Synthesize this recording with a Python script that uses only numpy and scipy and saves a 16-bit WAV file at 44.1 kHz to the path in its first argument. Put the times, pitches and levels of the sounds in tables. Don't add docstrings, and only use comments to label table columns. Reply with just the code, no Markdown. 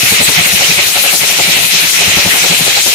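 import sys
import numpy as np
from scipy import signal
from scipy.fft import rfft, irfft
from scipy.io import wavfile
from scipy.ndimage import uniform_filter1d

SR = 44100
rng = np.random.default_rng(int(sys.argv[2]) if len(sys.argv) > 2 else 0)


def to_wav(sig):
    pcm = np.clip(np.atleast_2d(sig), -1, 1) * 32767
    pcm = np.round(pcm).astype(np.int16)
    wavfile.write(sys.argv[1], SR, pcm.T)


N = 129654

# frequency in Hz, relative density in dB at the left port, the same at the right.
ROAR_SPECTRUM = [(593, -16.5, -23), (970, -11.5, -13), (1220, -10.5, -9.5), (1324, -5.5, -7),
                 (1570, -8.5, -6), (2060, -2.5, 1), (2560, 3.5, 2.5), (3150, -2, 0), (4130, -1, -11),
                 (6000, -21, -46)]
RUMBLE_SPECTRUM = [(25, -24, -24), (55, -3, -26), (95, -6, -4), (125, 3.5, -9), (175, 1, 2),
                   (245, -1.5, -10), (410, 2, -4), (705, 2, 1), (1050, -2, -11), (1470, -11.5, -25),
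                   (2500, -3, -32)]
RUSH_SPECTRUM = [(2150, -45, -22), (3150, 0.5, -10), (4140, -3, 3), (4500, -1.5, -8.5), (5050, -2, -5.5),
                 (5870, 0.5, -4), (7600, -3, -15), (8460, -15.5, -12.5), (12100, -20, -44)]
HISS_SPECTRUM = [(4500, -2, -26), (7000, -8.5, 2), (8000, 2.5, -17), (10600, 3, -14.5), (11900, -0.5, -22),
                 (13100, 2, -33), (14800, -4.5, -34), (15500, -13, -42)]
# time in seconds, relative level in dB.
ROAR_SURGES = [(0.0, -22.5), (0.02, -14.5), (0.05, -20), (0.06, -15), (0.22, -14.5), (0.24, -22),
               (0.29, -11), (0.3, -19), (0.39, -12), (0.43, -17), (0.46, -11.5), (0.47, -18), (0.52, -13.5),
               (0.54, -21), (0.56, -14), (0.59, -15.5), (0.71, -17.5), (0.76, -19), (0.8, -13),
               (0.81, -14.5), (0.92, -22), (0.96, -14.5), (1.0, -15), (1.01, -19), (1.03, -21), (1.04, -15),
               (1.1, -15.5), (1.15, -19.5), (1.19, -23), (1.21, -15), (1.24, -14), (1.28, -18), (1.29, -16),
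               (1.47, -15.5), (1.49, -18.5), (1.57, -13.5), (1.61, -17.5), (1.65, -14.5), (1.67, -22),
               (1.73, -15.5), (1.87, -15), (1.91, -16.5), (1.92, -26), (1.94, -16), (2.0, -15), (2.23, -15),
               (2.33, -15), (2.64, -16.5), (2.65, -15.5), (2.8, -16), (2.82, -22), (2.94, -14.5)]
RUMBLE_SURGES = [(0, -2), (.75, 0), (.92, -2.5), (1.15, -2.5), (1.3, -1.5), (1.63, 1.5), (1.69, -5),
                 (1.74, -2), (1.88, -1.5), (1.93, -7.5), (2.02, 2), (2.7, -1), (2.79, -1), (2.825, -9),
                 (2.87, -6), (2.94, -5)]
RUSH_SURGES = [(0, -20.5), (.03, -15), (.21, -17), (.24, -17.5), (.28, -15.5), (.55, -17.5), (.62, -13),
               (.88, -17), (.92, -21), (.96, -18), (1.16, -17), (1.25, -15), (1.63, -15.5), (1.69, -22),
               (1.73, -15.5), (2.2, -15), (2.4, -13.5), (2.6, -14.5), (2.82, -13.5), (2.94, -17.5)]
HISS_SURGES = [(0, -17.5), (.04, -19), (.1, -14), (.2, -24), (.23, -16.5), (.3, -17.5), (.39, -21),
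               (.48, -16), (.505, -22), (.535, -16), (.64, -22), (.73, -18.5), (.79, -21), (.92, -16),
               (.96, -21.5), (1.02, -18), (1.08, -20), (1.14, -14), (1.26, -20), (1.6, -19.5), (1.68, -16),
               (1.73, -20), (1.9, -18), (1.92, -17.5), (1.96, -22), (2.3, -19), (2.45, -22), (2.58, -18.5),
               (2.72, -21.5), (2.85, -16.5), (2.9, -16), (2.94, -17)]
# start in seconds, rattle level in dB, rattle centre in Hz,
# delay to the boom's peak in seconds, boom level in dB, thud level in dB. Levels are relative.
WHEEL_JOLTS = [(0.024, -25, 690.0, 0.017, -27, -30.5), (0.118, -26.5, 430.0, 0.0079, -26, -32.0),
               (0.197, -23.5, 514, 0.01, -23, -33.5), (0.285, -25.5, 480.0, 0.0094, -25, -31),
               (0.374, -23.5, 620.0, 0.019, -22, -30), (0.451, -37, 450.0, 0.016, -36, -43),
               (0.522, -29.5, 613, 0.017, -26.5, -33.0), (0.596, -20.5, 700.0, 0.017, -46, -37.0),
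               (0.69, -31.5, 410.0, 0.0127, -27.5, -40), (0.772, -27, 560.0, 0.0125, -33.5, -36),
               (0.86, -34, 610.0, 0.012, -53, -40), (0.952, -22, 707, 0.015, -46, -45),
               (1.034, -21.5, 690, 0.026, -46, -50), (1.121, -23.5, 590, 0.02, -33.0, -53),
               (1.212, -26, 610, 0.015, -34, -42), (1.294, -26.5, 560, 0.024, -33.5, -55.0),
               (1.38, -20, 636, 0.022, -32, -30), (1.473, -30, 690.0, 0.019, -27, -42),
               (1.56, -27, 680.0, 0.011, -32.0, -40), (1.64, -39, 380.0, 0.011, -30, -41),
               (1.732, -31.5, 530.0, 0.015, -27, -39), (1.826, -34, 610.0, 0.015, -32, -40),
               (1.909, -38, 460.0, 0.029, -52.0, -52), (1.999, -23.5, 630, 0.0087, -30.5, -38.5),
               (2.077, -30, 687, 0.0082, -26, -31), (2.164, -22.5, 570.0, 0.013, -23.0, -33),
               (2.25, -24.5, 550.0, 0.016, -21.0, -29.5), (2.335, -23.0, 580, 0.015, -38.0, -48),
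               (2.434, -21.5, 650, 0.0034, -27, -47), (2.505, -23, 486, 0.014, -21.5, -41),
               (2.594, -31.5, 350.0, 0.018, -25, -29.5), (2.661, -21.5, 646, 0.016, -30, -35.5),
               (2.757, -23, 686, 0.016, -39, -41), (2.858, -24.5, 510.0, 0.014, -52, -37)]
# frequency in Hz, width in Hz, relative level in dB.
COUPLING_MODES = [(258, 35, 0.5), (323, 63, 0.5), (429, 110, -1.5), (567.6, 34, -2), (703, 88, -2.5),
                  (796, 35, -4), (1300, 250, 10)]
# start and length in seconds, first and last pitch in Hz, level in dB.
STEEL_RASPS = [(0.218, .06, 8100, 7900, -15), (0.357, .06, 2150, 2325, -11), (.62, 0.056, 3000, 2900, -14),
               (0.681, .06, 2300, 2630, -13), (.77, 0.043, 2150, 2130, -11),
               (1.066, 0.05, 2600, 2820, -13.5), (1.213, .05, 2300, 2210, -16),
               (2.30, 0.049, 1800, 2110, -10.5), (2.408, 0.058, 7900, 7800, -18),
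               (2.861, 0.058, 13000, 12900, -23)]

SIDE_LAG_S, AHEAD_LAG_S = 0.00043, 0.00021


def rolling():
    rumble = turbulence(RUMBLE_SPECTRUM, shared=0.59, flicker_db=1.5, flicker_hz=35, lag_s=AHEAD_LAG_S)
    roar = turbulence(ROAR_SPECTRUM, shared=0.21, flicker_db=1.37, flicker_hz=30)
    return undb(4) * curve(ROAR_SURGES) * roar + undb(-25) * curve(RUMBLE_SURGES) * rumble


def jolts():
    boom_db, thud_db = np.array(WHEEL_JOLTS).T[-2:]
    knock = panel_mode(boom_db - 4, hz=263.6, rise_s=0.009, decay_s=0.013, scatter=0.12)
    boom = panel_mode(boom_db + 2.5, hz=174.7, rise_s=0.015, decay_s=0.014, scatter=0.039)
    thud = panel_mode(thud_db + 2.5, hz=98.7, rise_s=0.015, decay_s=0.033, scatter=0.08)
    pan = undb([[2], [-2]])
    left, right = (coupling_rattle() + knock + boom) * pan + thud
    samples = np.arange(N)
    return np.array([left, np.interp(samples - AHEAD_LAG_S * SR, samples, right)])


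def coupling_rattle(clicks_per_s=1100, attack_s=0.0045, hold_s=0.024, decay_s=0.016, spread_octaves=0.45):
    start, db, centre = np.array(WHEEL_JOLTS).T[:3]
    hz, width, mode_db = np.array(COUPLING_MODES).T
    clicks = (rng.random((3, N)) < clicks_per_s / SR) * rng.standard_normal((3, N))
    blows = unit(clicks[2] + 0.45 * clicks[:2])
    age = np.maximum(np.arange(N) / SR - start[:, None], 0)
    bursts = np.minimum(age / attack_s, 1) * np.exp(-np.maximum(age - hold_s, 0) / decay_s)
    share = undb(mode_db) * np.exp(-0.5 * (np.log2(hz / centre[:, None]) / spread_octaves) ** 2)
    share /= np.sqrt((share ** 2 * width * np.pi / SR).sum(axis=1, keepdims=True))
    drive = (share * undb(db + 3)[:, None]).T @ bursts
    ring = sum(resonate(blows * push, f, w) for push, f, w in zip(drive, hz, width))
    return signal.sosfilt(signal.butter(2, [170, 1600], "band", fs=SR, output="sos"), ring)


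def panel_mode(levels_db, hz, rise_s, decay_s, scatter):
    t, out = np.arange(N) / SR, 0
    draws = rng.standard_normal((len(WHEEL_JOLTS), 2))
    for (start, _, _, delay, _, _), db, (detune, phase) in zip(WHEEL_JOLTS, levels_db, draws):
        age = t - start - delay
        swell = np.exp(-(np.minimum(age, 0) / rise_s) ** 2 - np.maximum(age, 0) / decay_s)
        cycles = hz * (1 + scatter * detune) * age + phase
        out += undb(db) * swell * np.exp(2j * np.pi * cycles)
    roughness = 0.84 * (wander(110) + 1j * wander(110))
    return np.real(out * (np.sqrt(2) + roughness))


def rasps(width_hz=350):
    t, out = np.arange(N) / SR, 0
    lowpass = signal.butter(2, width_hz / 2, fs=SR, output="sos")
    grit = unit(signal.sosfilt(lowpass, rng.standard_normal((2, 2, N))))
    for start, length, first_hz, last_hz, db in STEEL_RASPS:
        progress = np.clip((t - start) / length, 0, 1)
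        phase = 2 * np.pi * np.cumsum(first_hz + (last_hz - first_hz) * progress) / SR
        ring = grit[0] * np.cos(phase) + grit[1] * np.sin(phase)
        out += undb(db) * np.sin(np.pi * progress) * ring
    return out


def wind():
    rush = turbulence(RUSH_SPECTRUM, shared=0.12, flicker_db=2.7, flicker_hz=33)
    hiss = turbulence(HISS_SPECTRUM, shared=0.095, flicker_db=2.22, flicker_hz=45)
    return undb(2.5) * curve(RUSH_SURGES) * rush + undb(5) * curve(HISS_SURGES) * hiss


def turbulence(spectrum, shared, flicker_db, flicker_hz, lag_s=SIDE_LAG_S):
    hz, left, right = np.array(spectrum).T
    f = np.maximum(np.fft.rfftfreq(N, 1 / SR), 1)
    colour = undb([np.interp(np.log(f), np.log(hz), db) for db in (left, right)])
    skirts = np.minimum(f / hz[0], 1) ** 2 * np.minimum(hz[-1] / f, 1) ** 2
    noise = rfft(rng.standard_normal((3, N)))
    common = noise[2] * np.array([np.ones_like(f), np.exp(-2j * np.pi * f * lag_s)])
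    at_ports = colour * skirts * (np.sqrt(shared) * common + np.sqrt(1 - shared) * noise[:2])
    out = 0
    for band in range(8, 29):
        window = np.maximum(1 - abs(2 * np.log2(f) - band), 0)
        out += irfft(at_ports * window, N) * undb(flicker_db * wander(flicker_hz))
    return unit(out)


def resonate(x, hz, width):
    return signal.lfilter(*signal.iirpeak(hz, hz / width, fs=SR), x)


def wander(rate_hz):
    hold = max(int(SR / rate_hz), 2)
    steps = rng.standard_normal(N)[np.arange(N) // hold]
    return unit(uniform_filter1d(uniform_filter1d(steps, hold), hold))


def curve(rows):
    return undb(np.interp(np.arange(N) / SR, *np.array(rows).T))


def undb(db):
    return 10 ** (np.asarray(db) / 20)


def unit(x):
    return x / np.sqrt(np.mean(x ** 2) + 1e-18)


def scene():
    return jolts() + rasps() + rolling() + wind()


def record(dry, ceiling=0.89, top_hz=15600):
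    lowpass = signal.ellip(10, 0.1, 70, top_hz, fs=SR, output="sos")
    return signal.sosfilt(lowpass, np.clip(dry, -ceiling, ceiling))


dry = scene()
out = record(dry)
to_wav(out)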